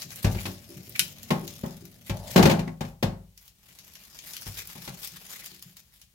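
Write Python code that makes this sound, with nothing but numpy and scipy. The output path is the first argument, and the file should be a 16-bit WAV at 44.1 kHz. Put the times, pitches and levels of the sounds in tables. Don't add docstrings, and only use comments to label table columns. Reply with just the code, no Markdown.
import sys
import numpy as np
from scipy import signal
from scipy.fft import rfft, irfft, next_fast_len
from scipy.io import wavfile
from scipy.ndimage import uniform_filter1d, map_coordinates

SR = 44100
rng = np.random.default_rng(int(sys.argv[2]) if len(sys.argv) > 2 else 0)


def bounce(signal):
    frames = np.transpose(np.atleast_2d(signal))
    limited = np.clip(frames, -1, 1)
    pcm = np.round(limited * 32767).astype(np.int16)
    wavfile.write(sys.argv[1], SR, pcm)


N = 270774
AGE_S = np.arange(SR) / SR
TIME_S = np.arange(N) / SR

# start_s, strength_db, hardness_db, floor_boom_db, favoured_hz
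KNOCKS = [(0.2437, -25, 3.5, 9, 380), (0.2647, -33, 0.5, -4, 404), (0.3466, -34, -2, 2.5, 447),
          (0.4537, -37.5, 11, 4.5, 810), (1.3044, -21.5, 0.5, -17, 980), (1.6348, -28, -16, -13, 460),
          (2.095, -32, 5, 7, 597), (2.3593, -12.5, -1.5, -13.5, 430), (2.3751, -17, 1, -10, 823),
          (2.3916, -15, -8.5, -15, 527), (2.4256, -19.5, 5.5, 0, 545), (2.4543, -17, 2.5, -17.5, 360),
          (2.4653, -20.5, -5.5, -11, 596), (2.4956, -25, 6.5, -10.5, 682), (2.511, -21, 0, -11, 596),
          (2.591, -31.5, 1, 0.5, 390), (2.6748, -36, -9.5, -4, 841), (2.8073, -31, 0.5, -4, 790),
          (2.848, -53, 11.5, 7, 600), (3.026, -23, 2, 0.5, 590), (4.4646, -46.5, 8.5, 12.5, 746),
          (4.7528, -47.5, 3.5, -7, 920), (4.8753, -44.5, 13, -2, 820)]
# mode_hz, level_db, t60_s
BASIN_MODES = [(51, -8, .86), (60, -9, .45), (92, -7.5, .68), (105, 0, .46), (136.5, .5, .42),
               (161.7, 2, .5), (186.8, -1, .5), (210, -3, .38), (228, -5, .35), (250, -3, .3),
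               (334, -.5, .25), (356, 2, .32), (388, -6, .5), (448, -7, .25), (478, -10, .36),
               (544, -1, .38), (597, -3.5, .32), (677, -6, .33), (752, -9, .24), (801, -3.5, .36),
               (865, -6, .24), (938, -9.5, .28), (1040, -7.5, .22), (1080, -4.5, .33)]
# freq_hz, density_db (per Hz)
PANEL_SPECTRUM = [(120, -25.5), (280, -5), (400, -2.5), (900, -4), (1080, -13.5), (1250, -11), (2000, -16),
                  (5000, -56.5)]
# freq_hz, density_db (per Hz)
CLACK_SPECTRUM = [(400, -23.5), (900, -1), (1400, -7), (2100, 2), (3000, -1), (4500, -3.5), (6800, -10),
                  (8500, -15.5), (10000, -17), (12000, -12), (16000, -19)]
# mode_hz, level_db, t60_s
SHELL_MODES = [(1169, 0, .22), (1357, -2, .18), (1496, 0, .19), (1623, -1, .2), (1750, -2, .15),
               (2100, -2, .17), (2522, -1, .15), (2962, 1, .15), (3550, -4, .12)]
# time_s, level_db
SLIDE = [(2.13, -38), (2.188, -47), (2.304, -44), (2.338, -49), (2.36, -29)]
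# centre_hz, width_hz, level_db
SCRAPE_RESONANCES = [(593, 70, 2.5), (660, 87, -4.5), (830, 81, -4.5)]
# start_s, level_db
SNAPS = [(0.9938, -15)]
# freq_hz, density_db (per Hz)
FITTING_SPECTRUM = [(300, -32), (1050, -23), (1600, -12), (2600, 1.5), (3400, -6.5), (5000, -4.5),
                    (8500, -9.5), (12000, -3.5), (16000, -25.5)]
# mode_hz, level_db, t60_s
FITTING_MODES = [(1470, -6.5, 0.075), (2340, -8.5, 0.1), (2950, -9, .13), (3083, 0.5, 0.064)]
# flip_s, level_db, brightness_db
TICKS = [(0.0054, -26.5, -25), (0.106, -36, -11), (0.159, -37.5, 3), (0.2299, -29.5, -0.5),
         (0.8946, -52, 15.5), (0.9614, -32, -5), (1.2311, -35.5, -3), (1.478, -27, -13), (1.662, -37, -5),
         (1.8537, -38, -5.5), (2.171, -35, -10), (3.3766, -42, -6.5), (3.4795, -41.5, -5),
         (3.7882, -37, -8), (3.9545, -36, -15), (4.1893, -30, -13), (4.335, -28.5, -11),
         (4.3671, -27.5, -7), (4.4135, -44, 5.5), (4.572, -32, -24), (4.5897, -27, -11), (4.673, -40, 6.5),
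         (5.0479, -38, 5), (5.0739, -31.5, 0), (5.4606, -30.5, -6), (5.625, -35, -3.5), (5.7696, -37.5, -6),
         (6.0157, -40.5, -9)]
# freq_hz, density_db (per Hz)
CREASE_SPECTRUM = [(150, -55), (600, -15), (1500, -8.5), (2600, -2), (5000, -0.5), (7200, -2.5),
                   (8500, -15.5), (16000, -24.5)]
# freq_hz, density_db (per Hz)
SPARK_SPECTRUM = [(1000, -75.5), (4000, -32), (7500, -8), (10000, -1.5), (12000, 2), (16000, -2.5)]
# freq_hz, density_db (per Hz)
FILM_SPECTRUM = [(100, -42), (300, -7), (600, -3), (1200, -1), (2100, 3), (3200, 2), (5000, 2.5),
                 (7200, -4.5), (8300, -18.5), (16000, -27.5)]
# peak_s, level_db, reach_s (peak to -17 dB)
RUBS = [(0.022, -40, 0.041), (0.122, -43.5, 0.032), (0.188, -45.5, 0.032), (0.444, -44.5, 0.15),
        (1.034, -44, 0.075), (2.078, -45.5, 0.021), (2.31, -53, 0.022), (2.878, -55, 0.057),
        (3.443, -55.5, 0.064), (4.31, -44.5, 0.079), (4.48, -44.5, 0.028), (4.591, -40.5, 0.038),
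        (4.728, -51.5, 0.038), (4.849, -45, 0.038), (5.044, -39, 0.043), (5.337, -44, 0.047),
        (5.468, -43, 0.0065), (5.79, -52.5, 0.019), (5.977, -58.5, 0.077)]
# time_s, level_db
LOWERING = [(0.0, -56), (0.35, -48), (0.53, -57.5), (0.74, -51), (1.15, -51.5), (1.45, -49), (1.88, -56.5),
            (2.07, -58), (2.34, -43)]
# time_s, level_db
LIFTING = [(3.56, -71), (3.69, -56), (3.88, -54), (4.21, -51.5), (4.41, -45.5), (5.21, -49.5), (5.46, -47),
           (5.98, -73), (6.14, -81)]
# peak_s, level_db, resonance_hz, reach_s (peak to -17 dB)
CREAKS = [(0.388, -37, 2300, 0.01), (0.96, -37.5, 2330, 0.014), (2.686, -42.5, 2010, 0.014),
          (5.36, -51, 2063, 0.033), (5.432, -53.5, 2065, 0.045)]
# freq_hz, density_db (per Hz)
HOLLOW_SPECTRUM = [(30, -15.5), (60, -7.5), (110, 3), (170, 0.5), (230, -1.5), (350, -18.5), (600, -11.5),
                   (1200, -37)]
# freq_hz, density_db (per Hz)
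CARTRIDGE_SPECTRUM = [(30, -11.5), (60, -6.5), (120, -3), (175, 4), (240, -6.5), (450, -12), (1200, -22)]
# start_s, thud_db, overtone_db
NUDGES = [(0.046, -41.5, -55.5), (0.461, -32, -38.5), (0.689, -55, -45.5), (0.763, -36.5, -49),
          (0.87, -48, -52.5), (0.997, -36, -53.5), (1.42, -49, -40.5), (1.81, -41, -47.5), (4.77, -37, -68),
          (4.897, -35, -59), (5.12, -44.5, -66), (5.51, -49, -58), (5.65, -42.5, -72)]
# mode_hz, level_db, t60_s
HOUSING_LOW_MODES = [(130.5, 0.5, 0.21), (163.8, -1.5, 0.32), (186.3, -2.5, 0.38)]
# mode_hz, level_db, t60_s
HOUSING_HIGH_MODES = [(275, -5, 0.38), (341.6, 1, 0.31), (396.4, -2.5, 0.29), (577, -15, 0.61)]
# freq_hz, t60_s
TILES = [(200, 0.33), (1000, 0.087), (3000, 0.26), (8000, 0.25), (15000, 0.1)]
# freq_hz, density_db (per Hz)
QUIET_SPECTRUM = [(25, -2), (60, 0), (160, -8), (300, -25.5), (1000, -31), (3000, -23), (8000, -27),
                  (16000, -25.5)]
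# freq_hz, correlation (-1 to 1)
PORT_CORRELATION = [(200, 0.9), (400, .5), (800, 0.54), (1500, -0.23), (5000, 0), (9000, 0.58),
                    (16000, 0.8)]
# freq_hz, left_minus_right_db
PORT_LEAN = [(100, 2.5), (500, 2), (1500, 2.5), (3000, 4.5), (5000, 5.5), (7200, 9.5), (9000, -2),
             (12000, 1), (15500, -2.5)]

MODE_SCATTER_DB = 1.5
CLANG_DB, CLANG_PER_HARDNESS, CLANG_PER_BOOM = -3, .3, -.12
SPOT_DB, SPOT_OCTAVES = 6, 0.57
LET_GO_DB_PER_S = 73.5
CRINKLE_DB, FIZZ_DB = 0.4, -0.2
RUB_FIZZ_DB = 2.5
STRAY_PER_S, STRAY_DB, STRAY_SCATTER_DB, STRAY_BRIGHT_DB = 20, 7.5, 1.5, -5.5
HOUSING_MURMUR_DB, CARTRIDGE_MURMUR_DB, MURMUR_GROWTH = -53, -66.5, 0.66
TOP_HZ = 16100


def amp(db):
    return 10 ** (np.asarray(db) / 20)


def unit(x):
    return x / np.sqrt(np.mean(x ** 2) + 1e-20)


def along(points, hz):
    point_hz, value = np.transpose(points)
    return np.interp(np.log(hz + 1), np.log(point_hz), value)


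def curves(rows):
    time_s, *columns = np.transpose(rows)
    return [np.interp(TIME_S, time_s, column) for column in columns]


def wobble(knots_per_s):
    knots = rng.standard_normal(int(N * knots_per_s / SR) + 4)
    return map_coordinates(knots, [np.arange(N) * knots_per_s / SR])


def fade(t60_s):
    return np.exp(-np.log(1000) * AGE_S / t60_s)


def swell(peak_s, reach_s):
    return np.exp(-2 * ((TIME_S - peak_s) / reach_s) ** 2)


def filtered(x, response):
    n = x.shape[-1]
    padded = next_fast_len(n + 8192)
    return irfft(rfft(x, padded) * response(np.fft.rfftfreq(padded, 1 / SR)), padded)[..., :n]


def coloured(pair, spectrum):
    def weights(hz):
        turn = np.arccos(np.clip(along(PORT_CORRELATION, hz), -1, 1)) / 2
        return amp(along(spectrum, hz)) * np.array([np.cos(turn), np.sin(turn)])

    mid, side = filtered(pair, weights)
    return unit(np.array([mid + side, mid - side]))


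def noise(spectrum, size=SR):
    return coloured(rng.standard_normal((2, size)), spectrum)


def grains(rate_per_s, spread_db):
    sizes = amp(spread_db * np.minimum(rng.standard_normal(N), 2))
    struck = rng.random(N) < rate_per_s / SR
    return struck * sizes * rng.uniform(-0.77, 1, (2, N))


def ring(modes, scatter_db, apart_hz):
    out = np.zeros((2, SR))
    for hz, db, t60_s in modes:
        size, detune, skew = rng.standard_normal(3)
        port_skew = np.array([[1], [-1]]) * skew * min((hz / apart_hz) ** 2, 1)
        phase = np.pi * rng.integers(2) + port_skew
        wave = np.sin(2 * np.pi * hz * (1 + 0.0051 * detune) * AGE_S + phase)
        out += amp(db + scatter_db * size) * fade(t60_s) * wave
    return out


def add(track, start_s, sound):
    start = max(round(start_s * SR), 0)
    part = track[:, start:start + sound.shape[1]]
    part += sound[:, :part.shape[1]]


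def basin():
    out = np.zeros((2, N))
    for start_s, body_db, hard_db, boom_db, spot_hz in KNOCKS:
        clang_db = body_db + CLANG_DB + CLANG_PER_HARDNESS * hard_db + CLANG_PER_BOOM * boom_db
        weight = [(108, body_db + boom_db - 1.5), (165, body_db - 4), (245, body_db - 1), (330, clang_db - 9.5)]
        modes = []
        for hz, db, t60_s in BASIN_MODES:
            favour_db = SPOT_DB * np.exp(-(np.log2(hz / spot_hz) / SPOT_OCTAVES) ** 2)
            modes.append((hz, db + along(weight, hz) + favour_db, t60_s))
        steel = ring(modes, MODE_SCATTER_DB, apart_hz=517) * (1 - fade(0.008))
        steel *= amp(-3.0) + amp(-5.0) * fade(0.14)
        wash = amp(clang_db - 4.5) * noise(PANEL_SPECTRUM) * fade(0.34) * (1 - fade(0.008))
        cabinet = amp(body_db - 12) * noise(HOLLOW_SPECTRUM) * fade(0.45) * (1 - fade(0.016))
        add(out, start_s, steel + wash + cabinet)
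    return out


def clacks():
    out = np.zeros((2, N))
    for start_s, body_db, hard_db, *_ in KNOCKS:
        crack = noise(CLACK_SPECTRUM) * (fade(0.046) + amp(-8.5) * fade(0.13))
        shell = amp(-19.5) * ring(SHELL_MODES, MODE_SCATTER_DB, apart_hz=900)
        add(out, start_s, amp(body_db + hard_db - 2) * (crack + shell) * (1 - fade(0.019)))
    return out


def scrape():
    slide_db, = curves(SLIDE)
    sliding = (TIME_S > SLIDE[0][0]) & (TIME_S < SLIDE[-1][0])
    touching = uniform_filter1d(1. * sliding, size=400)

    def body(hz):
        return sum(amp(db) * (1j * hz * width_hz / (centre_hz ** 2 - hz ** 2 + 1j * hz * width_hz))
                   for centre_hz, width_hz, db in SCRAPE_RESONANCES)

    slip_spectrum = [(300, -9.0), (600, -3.0), (900, -2.5), (2000, -18.5)]  # freq_hz, density_db
    slips = coloured(grains(rate_per_s=640, spread_db=1.5), slip_spectrum)
    return touching * amp(slide_db - 4.0) * unit(filtered(slips, body))


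def snap():
    out = np.zeros((2, N))
    for start_s, db in SNAPS:
        burst = fade(.05) + fade(.008) / 2
        crack = unit(filtered(rng.standard_normal((2, SR)), lambda hz: amp(along(FITTING_SPECTRUM, hz))))
        tone = amp(-11.5) * ring(FITTING_MODES, MODE_SCATTER_DB, apart_hz=900)
        add(out, start_s, amp(db) * (crack * (burst + amp(-19.5) * fade(0.12)) + tone))
    return out


def effort(move):
    before_s = np.maximum(move[0][0] - TIME_S, 0)
    after_s = np.maximum(TIME_S - move[-1][0], 0)
    return curves(move)[0] - LET_GO_DB_PER_S * (before_s + after_s)


def busy():
    return np.maximum(effort(LOWERING), effort(LIFTING))


def gloves():
    held = amp(busy())
    rubbed = sum(amp(db) * swell(peak_s, reach_s) for peak_s, db, reach_s in RUBS)
    crinkle = amp(CRINKLE_DB) * held + rubbed
    fizz = amp(FIZZ_DB) * held + amp(RUB_FIZZ_DB) * rubbed
    clumps = amp(3.2 * wobble(90) - 7.5)
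    fine = unit(grains(rate_per_s=7000, spread_db=4))
    sparse = unit(grains(rate_per_s=200, spread_db=3))
    cracks = fine + amp(-7) * sparse
    return clumps * (crinkle * coloured(cracks, FILM_SPECTRUM) + fizz * coloured(cracks, SPARK_SPECTRUM))


def strays():
    effort_db = busy()
    slot = SR // 40
    starts = np.arange(0, N, slot)
    chance, size = rng.random(len(starts)), rng.standard_normal(len(starts))
    when = np.minimum(starts + rng.integers(slot, size=len(starts)), N - 1)
    return [(i / SR, effort_db[i] + STRAY_DB + STRAY_SCATTER_DB * z, STRAY_BRIGHT_DB)
            for i, u, z in zip(when, chance, size) if u < STRAY_PER_S * slot / SR]


def ticks():
    out, lead, life = np.zeros((2, N)), SR // 50, SR // 5
    strain = amp(-13.5) * fade(0.031)[lead:0:-1]
    flip = np.r_[strain, amp(-1.5) * fade(.009) + amp(-7) * fade(.12)][:life]
    spike = np.r_[strain, amp(-1) * fade(.008) + amp(-8) * fade(.07)][:life]
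    for flip_s, db, bright_db in TICKS + strays():
        low = amp(db - 7) * noise(CREASE_SPECTRUM, size=life) * flip
        high = amp(db + bright_db + 1.5) * noise(SPARK_SPECTRUM, size=life) * spike
        add(out, flip_s - lead / SR, low + high)
    return out


def shifting(x, depth_db):
    z = signal.stft(x, nperseg=512)[2]
    field = uniform_filter1d(rng.standard_normal(z.shape[1:]), size=9, axis=0)
    field = uniform_filter1d(field, size=7, axis=1)
    return signal.istft(z * amp(depth_db * unit(field)), nperseg=512)[1][:, :N]


def creaks():
    out, slips = np.zeros((2, N)), grains(rate_per_s=1400, spread_db=7.0)
    for peak_s, db, hz, reach_s in CREAKS:
        b, a = signal.iirpeak(hz, 7, SR)
        out += amp(db) * swell(peak_s, reach_s) * unit(signal.lfilter(b, a, slips))
    return out


def handling():
    out = np.zeros((2, N))
    for move, db, body in [(LOWERING, HOUSING_MURMUR_DB, HOLLOW_SPECTRUM),
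                           (LIFTING, CARTRIDGE_MURMUR_DB, CARTRIDGE_SPECTRUM)]:
        above_mean_db = effort(move) - np.mean(move, axis=0)[1]
        out += amp(db + MURMUR_GROWTH * above_mean_db) * noise(body, size=N)
    for start_s, thud_db, overtone_db in NUDGES:
        low = amp(thud_db - 3.5) * ring(HOUSING_LOW_MODES, MODE_SCATTER_DB, apart_hz=600)
        high = amp(overtone_db + 2.0) * ring(HOUSING_HIGH_MODES, MODE_SCATTER_DB, apart_hz=556)
        add(out, start_s, (low + high) * (1 - fade(0.06)))
    return out


def room(x):
    hz, t, z = signal.stft(rng.standard_normal((2, SR // 2)), SR, nperseg=256)
    decay = np.exp(-np.log(1000) * t / along(TILES, hz)[:, None])
    tail = signal.istft(z * decay, SR, nperseg=256)[1]
    tail = np.pad(tail, ((0, 0), (SR // 300, 0)))
    return signal.fftconvolve(x, tail / np.linalg.norm(tail[0]), axes=1)[:, :N]


def quiet():
    return amp(-63) * noise(QUIET_SPECTRUM, size=N)


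def scene():
    hard = clacks() + snap()
    film = shifting(gloves() + ticks(), depth_db=2.28) + creaks()
    echo = room(amp(-9) * hard + amp(-9.0) * film)
    mix = basin() + hard + film + echo + handling() + scrape() + quiet()
    return filtered(mix, lambda hz: amp(np.array([[.5], [-.5]]) * along(PORT_LEAN, hz)))


def record(dry):
    x = signal.sosfilt(signal.butter(4, 38, "highpass", fs=SR, output="sos"), dry)
    x = x / (1 + np.abs(x / .97) ** 8) ** (1 / 8)
    return filtered(x, lambda hz: 1 / np.sqrt(1 + (hz / TOP_HZ) ** 200))


dry = scene()
out = record(dry)
bounce(out)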